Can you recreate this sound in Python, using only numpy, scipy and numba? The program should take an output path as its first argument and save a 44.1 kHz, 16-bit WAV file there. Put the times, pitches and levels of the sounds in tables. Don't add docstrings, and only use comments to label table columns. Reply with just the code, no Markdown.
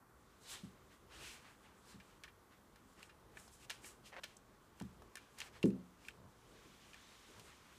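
import sys
import numpy as np
from scipy import signal
from scipy.io import wavfile
from scipy.ndimage import uniform_filter1d
from numba import njit

SR = 44100
rng = np.random.default_rng(int(sys.argv[2]) if len(sys.argv) > 2 else 0)


def generate_wav(sig):
    pcm = np.round(np.clip(np.atleast_2d(sig).T, -1, 1) * 32767).astype(np.int16)
    wavfile.write(sys.argv[1], SR, pcm)


N = 343341

# start_s [s], level_db [dB]
RUSTLE_LEVEL = [(0, -94), (.3, -79), (2.3, -83), (3.3, -83), (4.5, -81.5), (5.3, -77.5), (6.27, -82),
                (6.61, -71), (7.12, -68), (7.4, -69.5), (7.79, -73)]


def undb(db):
    return 10 ** (np.asarray(db, float) / 20)


def unit(x):
    return x / np.sqrt(np.mean(x ** 2))


def curves(table):
    s, *columns = np.transpose(table)
    return [np.interp(np.arange(N) / SR, s, c) for c in columns]


def band(x, hz, width_hz):
    b, a = signal.iirpeak(min(hz, .45 * SR), hz / width_hz, fs=SR)
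    return signal.lfilter(b, a, x)


def twice(x, hz, width_hz):
    return band(band(x, hz, width_hz), hz, width_hz)


def body(x, peaks):
    return unit(sum(undb(db) * twice(x, hz, width_hz) for hz, width_hz, db in peaks))


def walk(rate):
    hold = int(SR / rate)
    steps = np.repeat(rng.standard_normal(N // hold + 1), hold)
    return 1.35 * uniform_filter1d(uniform_filter1d(steps, hold), hold)[:N]


def grit(rate, spread_db):
    hits = rng.random(N) < rate / SR
    return hits * rng.standard_normal(N) * undb(spread_db * rng.exponential(size=N))


def slips():
    return 0.77 * unit(grit(9000, 1.1)) + rng.standard_normal(N)


def plank(x, plain):
    # pitch_hz [Hz], width_hz [Hz], level_db [dB]
    plank_peaks = [(1470, 69, -8), (1763, 110, -4), (2384, 120, -6.5), (2780, 43, -3.5), (3135, 72, -6.5),
                   (3660, 59, -17), (4090, 89, -8), (5070, 180, -10)]
    return plain * x + sum(undb(db) * band(x, hz, width_hz) for hz, width_hz, db in plank_peaks)


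def add(out, s, sound):
    i = int(s * SR)
    out[i:i + len(sound)] += sound[:N - i]


def town():
    # pitch_hz [Hz], density_db [dB per Hz]
    traffic_spectrum = [(15, -49), (25, -3), (75, -2.5), (129, -7.5), (198, -4), (456, -9.5), (495, -10.5),
                        (536, -16.5), (1140, -8), (2480, -28), (2920, -52), (3430, -29.5), (15500, -31)]
    out, swell = 0, walk(0.88)
    f, density_db = np.transpose(traffic_spectrum)
    for hz in 30 * 2 ** (.4 * np.arange(23)):
        db = np.interp(np.log(hz), np.log(f), density_db) + 10 * np.log10(hz)
        db = db + 0.18 * swell + 0.92 * walk(7.3)
        out = out + undb(db) * unit(twice(rng.standard_normal(N), hz, hz / 3))
    return unit(out) * undb(-67)


def stir():
    # start_s [s], level_db [dB]
    stir_level = [(0, -73), (.73, -68.5), (.97, -75), (1.26, -64), (1.5, -75), (2.47, -74.5), (3.4, -69),
                  (4.12, -69.5), (4.4, -75), (4.99, -65.5), (5.3, -72), (5.77, -60), (5.9, -76),
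                  (6.09, -66.5), (6.4, -71), (7.07, -74.5), (7.48, -67.5), (7.62, -72)]
    force = rng.standard_normal(N) * undb(3 * walk(12))
    murmur = body(force, [(57.6, 57, 2.0), (113.0, 89, 0), (204.0, 108, -3.0), (338, 300, -5.5)])
    return murmur * undb(curves(stir_level)[0])


def rope():
    # pitch_hz [Hz], width_hz [Hz], level_db [dB]
    strand_peaks = [(2190, 660, 1), (3560, 830, -2.5), (6240, 2300, -3.5)]
    level_db = curves(RUSTLE_LEVEL)[0] - 5.5 + 1.2 * walk(15)
    return body(slips(), strand_peaks) * undb(level_db)


def rubbing():
    # peak_s [s], level_db [dB], rise_s [s], fall_s [s],
    # centre_hz [Hz], treble_db [dB over level_db], low_mids_db [dB over level_db]
    scuff_list = [(.54, -54, 0.13, 0.13, 3650, -5.5, -5.5), (.65, -72.5, .04, 0.13, 3300, 0.5, -7),
                  (.94, -74, 0.071, 0.055, 3200, -2, 4.5), (1.16, -61.5, 0.083, 0.17, 3350, -11, 1.5),
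                  (1.275, -53.5, 0.14, 0.17, 2500, -7, -4.5), (1.51, -75.5, 0.3, 0.11, 2530, -2, 9),
                  (1.68, -79.5, 0.15, 0.15, 2260, 0, 9), (1.916, -68, 0.12, 0.11, 4030, -4.5, -1.5),
                  (2.12, -76, .25, .2, 2630, -5, -0.5), (2.535, -80, 0.042, .08, 2700, -8, 8.5),
                  (2.77, -82, 0.052, .2, 2510, -12, 5), (2.92, -79.5, 0.09, .1, 3100, 3.5, -10),
                  (3.013, -71.5, 0.067, 0.14, 2690, -0.5, 6), (3.43, -76.5, 0.17, 0.12, 3050, 7.5, 9.5),
                  (3.57, -74.5, .2, 0.13, 3500, 2.5, -8), (3.65, -65, 0.092, 0.023, 2840, -1.5, -9),
                  (3.743, -63.5, 0.072, 0.13, 2980, -9, -1), (3.87, -68.5, 0.072, 0.13, 2770, 8, 6),
                  (4.071, -61, 0.044, 0.07, 2870, -10, -18), (4.283, -68.5, 0.1, 0.16, 2880, -9, -5),
                  (4.8, -74.5, 0.064, 0.19, 3100, -2, 3), (5.216, -72, .1, 0.1, 2600, -19, -1),
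                  (5.39, -61.5, 0.022, 0.13, 2700, -16, -4), (5.475, -64, 0.15, 0.041, 2450, -2, 1),
                  (5.567, -68.5, 0.082, .07, 3060, -5, 1), (5.675, -74, .1, 0.14, 2420, -1, -4),
                  (6.07, -68, 0.12, 0.13, 2340, -5, -6)]
    drop_db = 24.5
    rise_round, fall_round = 1.86, 1.3
    rustle_hz, rustle_treble_db, rustle_low_db = 3250, -8, -1

    t = np.arange(N) / SR
    mid = undb(curves(RUSTLE_LEVEL)[0]) ** 2
    high, low = mid * undb(rustle_treble_db) ** 2, mid * undb(rustle_low_db) ** 2
    weighted_hz = mid * rustle_hz
    for s, db, rise, fall, centre_hz, treble_db, low_db in scuff_list:
        before = np.abs((s - t) / max(rise, .005)) ** rise_round
        after = np.abs((t - s) / max(fall, .005)) ** fall_round
        power = undb(db - drop_db * np.where(t < s, before, after)) ** 2
        mid, weighted_hz = mid + power, weighted_hz + power * centre_hz
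        high, low = high + power * undb(treble_db) ** 2, low + power * undb(low_db) ** 2
    return np.sqrt(mid), np.sqrt(high), np.sqrt(low), weighted_hz / mid


@njit
def glide(x, hz, share):
    y, b, l = np.empty(len(x)), 0., 0.
    for i in range(len(x)):
        g = np.tan(np.pi * hz[i] / SR)
        v = (b + g * (x[i] - l)) / (1 + g * (g + share))
        b, l, y[i] = 2 * v - b, l + 2 * g * v, share * v
    return y


def scuff():
    # pitch_hz [Hz], width_hz [Hz], level_db [dB]
    mid_peaks, treble_peaks, low_peaks = [(3600, 7000, 0)], [(7600, 7000, 0), (7800, 1800, -8)], [(1400, 2200, 0)]
    mid_gain, high_gain, low_gain, hz = rubbing()
    hz = hz * 2 ** (.1 * walk(15))
    focus = unit(glide(glide(slips(), hz, .45), hz, .45))
    boards = unit(plank(body(slips(), mid_peaks), 1.0))
    mid = unit(0.77 * focus + boards) * undb(0.52 * walk(30))
    high = body(slips(), treble_peaks) * undb(3.4 * walk(27))
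    low = body(slips(), low_peaks) * undb(2.5 * walk(30))
    return mid_gain * mid + high_gain * high + low_gain * low


def blows():
    # start_s [s], peak_db [dB], contact_ms [ms], tilt_db [dB per octave],
    # ring_share [share of the free deck's ring time]
    blow_list = [(0.636, -43, 4.1, -4.5, 0.5), (1.946, -50.5, 2, -9.5, 0.59), (2.811, -60.5, 2.5, -2, 0.88),
                 (2.98, -58, 1, 11, 1), (3.839, -54.5, 3, 24, 0.87), (4.813, -39, 2.6, -7, 0.73),
                 (5.014, -61, 1, 5, 0.61), (5.643, -19, 2.16, 3.5, 0.91), (6.022, -65, 2.2, 1, 0.57),
                 (6.658, -55.5, 2.9, 8, 1), (7.29, -55, 2.1, 19, 1)]
    # pitch_hz [Hz], level_db [dB], t60_s [s]
    deck_modes = [(76.4, -10, 0.54), (126, -4.5, 0.35), (174, -22, 0.57), (179.7, -5.5, 0.57),
                  (198.3, 5, 0.32), (220.4, 3.5, 0.23), (255.4, -5.5, 0.44), (264.2, 2, 0.25),
                  (327.7, 3, 0.14), (342.2, -3, 0.29), (372, 4.5, 0.13), (407, -6.5, 0.29),
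                  (424.3, 0, 0.15), (487, -12, 0.29), (505, -11, 0.075), (515, -12.5, 0.21), (570, -20, .1),
                  (606, -19, 0.27), (633, -22, .1)]
    out, t = np.zeros(N), np.arange(SR // 2) / SR
    for s, db, contact_ms, tilt_db, ring_share in blow_list:
        ring = 0
        for hz, mode_db, t60 in deck_modes:
            gain = undb(mode_db + tilt_db * np.log2(hz / 250))
            build = 1 - np.exp(-t * hz / 0.61)
            decay = np.exp(-np.log(1000) * t / (t60 * ring_share))
            ring = ring + gain * np.sin(2 * np.pi * hz * t) * build * decay
        push = np.hanning(max(int(contact_ms * SR / 1000), 3))
        no_bass = signal.butter(2, 110., "high", fs=SR, output="sos")
        sound = signal.sosfilt(no_bass, np.convolve(ring, push))
        add(out, s - .003, -undb(db) * sound / np.abs(sound).max())
    return out


def claws():
    # start_s [s], ring_db [dB], pitch_hz [Hz],
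    # treble_db [dB, trim of crack and tail treble], tail_db [dB over the ring], width_share [share of pitch]
    click_list = [(2.0003, -50, 1860, -13, -4, 1), (2.2363, -38.5, 3060, -11, -13.5, 1),
                  (2.2403, -40.5, 1440, -21, -8, .4), (2.278, -47, 1530, -24, -5.5, .63),
                  (2.759, -51.5, 1520, -9, -13, .94), (2.9944, -57, 1470, -1, -9, .65),
                  (3.0286, -39, 2540, -10, -17, 0.44), (3.0937, -51.5, 1530, -26, -2.5, .68),
                  (3.371, -38.5, 1790, -19, -18, 0.31), (3.3982, -53, 1380, -1.5, -9, 0.67),
                  (3.478, -54.5, 5300, -10, -3.5, 0.36), (3.6974, -31, 3680, -26, -13, 0.79),
                  (3.7025, -30, 1710, -8, -16, 1), (3.709, -32, 3200, -22, -11.5, .98),
                  (3.8443, -42.5, 2220, -15, -11, .25), (4.2346, -36.5, 2530, -31, -4, 1),
                  (4.2406, -36, 2420, -3, -27, 0.89), (4.368, -42.5, 6900, -14, -22, 0.16),
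                  (4.8, -45, 1750, -1.5, -19, 1), (4.812, -47.5, 1390, -21, -20, 1),
                  (4.8207, -58, 1510, 5, -19, 0.93), (5.021, -60, 1380, -1, -7, 0.41),
                  (5.155, -39.5, 1790, -2.5, -14, .3), (5.158, -47, 3050, -6, -12, .25),
                  (5.17, -41.5, 1810, -8, -5.5, .3), (5.386, -46.5, 5090, 2, -3, .4),
                  (5.403, -34, 2810, -6.5, -9, .49), (5.416, -30.5, 2760, -23, -16, 0.27),
                  (5.629, -28, 2690, -16, -18.5, 0.31), (5.635, -42, 2670, -15, -32, .33),
                  (5.656, -49.5, 2220, 2, -10, 0.48), (5.7037, -51, 2280, -8, -14, .55),
                  (6.05, -45, 2590, -18, -27, .3), (6.084, -33.5, 2710, -15.5, -24, 0.23),
                  (6.0855, -37, 1750, -14, -16, .3), (6.1066, -49, 2770, -20, -19, 0.25),
                  (6.9331, -44, 2770, -18, -16, .4), (6.943, -43.5, 2370, -12, -12, 0.33),
                  (7.396, -49, 3520, -5, -6, .83)]
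    out, t = np.zeros(N), np.arange(SR // 5) / SR
    snap = (1 - np.exp(-t / 0.00051)) * np.exp(-t / 0.0019)
    tail_shape = np.exp(-t / 0.014) * (1 - np.exp(-t / 0.0013))
    for s, db, hz, treble_db, tail_db, share in click_list:
        ring_noise, crack_noise, tail_noise = rng.standard_normal((3, len(t)))
        width = np.clip(share, .08, 1.5) * hz
        ring = band(band(ring_noise * snap, hz, width), hz, 2 * width)
        crack = band(band(crack_noise * snap, 6200, 8300), 6500, 8800)
        scatter = twice(tail_noise, hz, 1.6 * hz)
        scatter = scatter + 0.53 * undb(treble_db) * band(tail_noise, 5900, 6700)
        sound = ring / np.abs(ring).max()
        sound = sound + 2.54 * undb(treble_db) * crack / np.abs(crack).max()
        sound = sound + undb(tail_db) * unit(scatter) * tail_shape
        add(out, s - .0003, undb(db) * sound)
    no_lows = signal.butter(3, 1250., "high", fs=SR, output="sos")
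    return plank(signal.sosfilt(no_lows, out), 0.48)


def paws():
    # start_s [s], peak_db [dB]
    knock_list = [(2.2404, -59), (2.7583, -59), (3.0285, -58), (3.371, -52), (3.478, -56), (3.6976, -50),
                  (3.7027, -49), (3.7084, -48), (3.8443, -50.5), (4.2346, -50.5), (4.2409, -47),
                  (4.811, -44), (4.822, -56), (5.02, -51), (5.155, -50), (5.416, -53), (5.629, -47),
                  (5.635, -46), (5.657, -46), (5.7037, -74)]
    out, t = np.zeros(N), np.arange(SR // 20) / SR
    for s, db in knock_list:
        knock = twice(rng.standard_normal(len(t)) * np.exp(-t / 0.0044), 760, 940)
        add(out, s, undb(db) * knock / np.abs(knock).max())
    return out


def drag():
    # start_s [s], level_db [dB]
    drag_level = [(4.09, -78), (4.102, -74), (4.134, -56), (4.198, -52), (4.21, -74)]
    t = np.arange(N) / SR
    down = (t > drag_level[0][0]) & (t < 4.199)
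    jerks = grit(5000, 1.2) * undb(2.5 * walk(150)) * down
    ring = body(jerks, [(850, 1340, 17.0), (1700, 810, 11), (3400, 1800, -23)])
    return ring * np.sqrt(down.mean()) * undb(curves(drag_level)[0])


def grunts():
    # start_s [s], length_s [s], rate_hz [mean pulses per s],
    # level_db [dB], brightness_db [dB]
    grunt_list = [(6.165, .13, 77., -63, -12), (7.34, .085, 100., -64, -7)]
    out = np.zeros(N)
    for s, length, rate, db, bright_db in grunt_list:
        timing, strength = rng.standard_normal((40, 2)).T
        when = np.cumsum(1 + 0.15 * timing) / rate
        keep = when < length
        swell = np.sin(np.pi * when[keep] / length) ** 0.21
        pulses = np.zeros(SR // 4)
        pulses[(when[keep] * SR).astype(int)] = undb(2 * strength[keep]) * swell
        voice = body(pulses, [(120, 136, 0), (450, 470, bright_db), (890, 180, bright_db - 1)])
        add(out, s, -undb(db) * voice * np.sqrt(4 * length))
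    return out


def scene():
    background = town() + stir()
    friction = rope() + scuff() + drag()
    strikes = blows() + claws() + paws()
    return (background + friction + strikes + grunts())[None]


def record(dry):
    dry = signal.lfilter(*signal.butter(2, 38., "high", fs=SR), dry)
    top_cut = signal.ellip(10, .2, 60, 15380, fs=SR, output="sos")
    return signal.sosfilt(top_cut, dry)


dry = scene()
out = record(dry)
generate_wav(out)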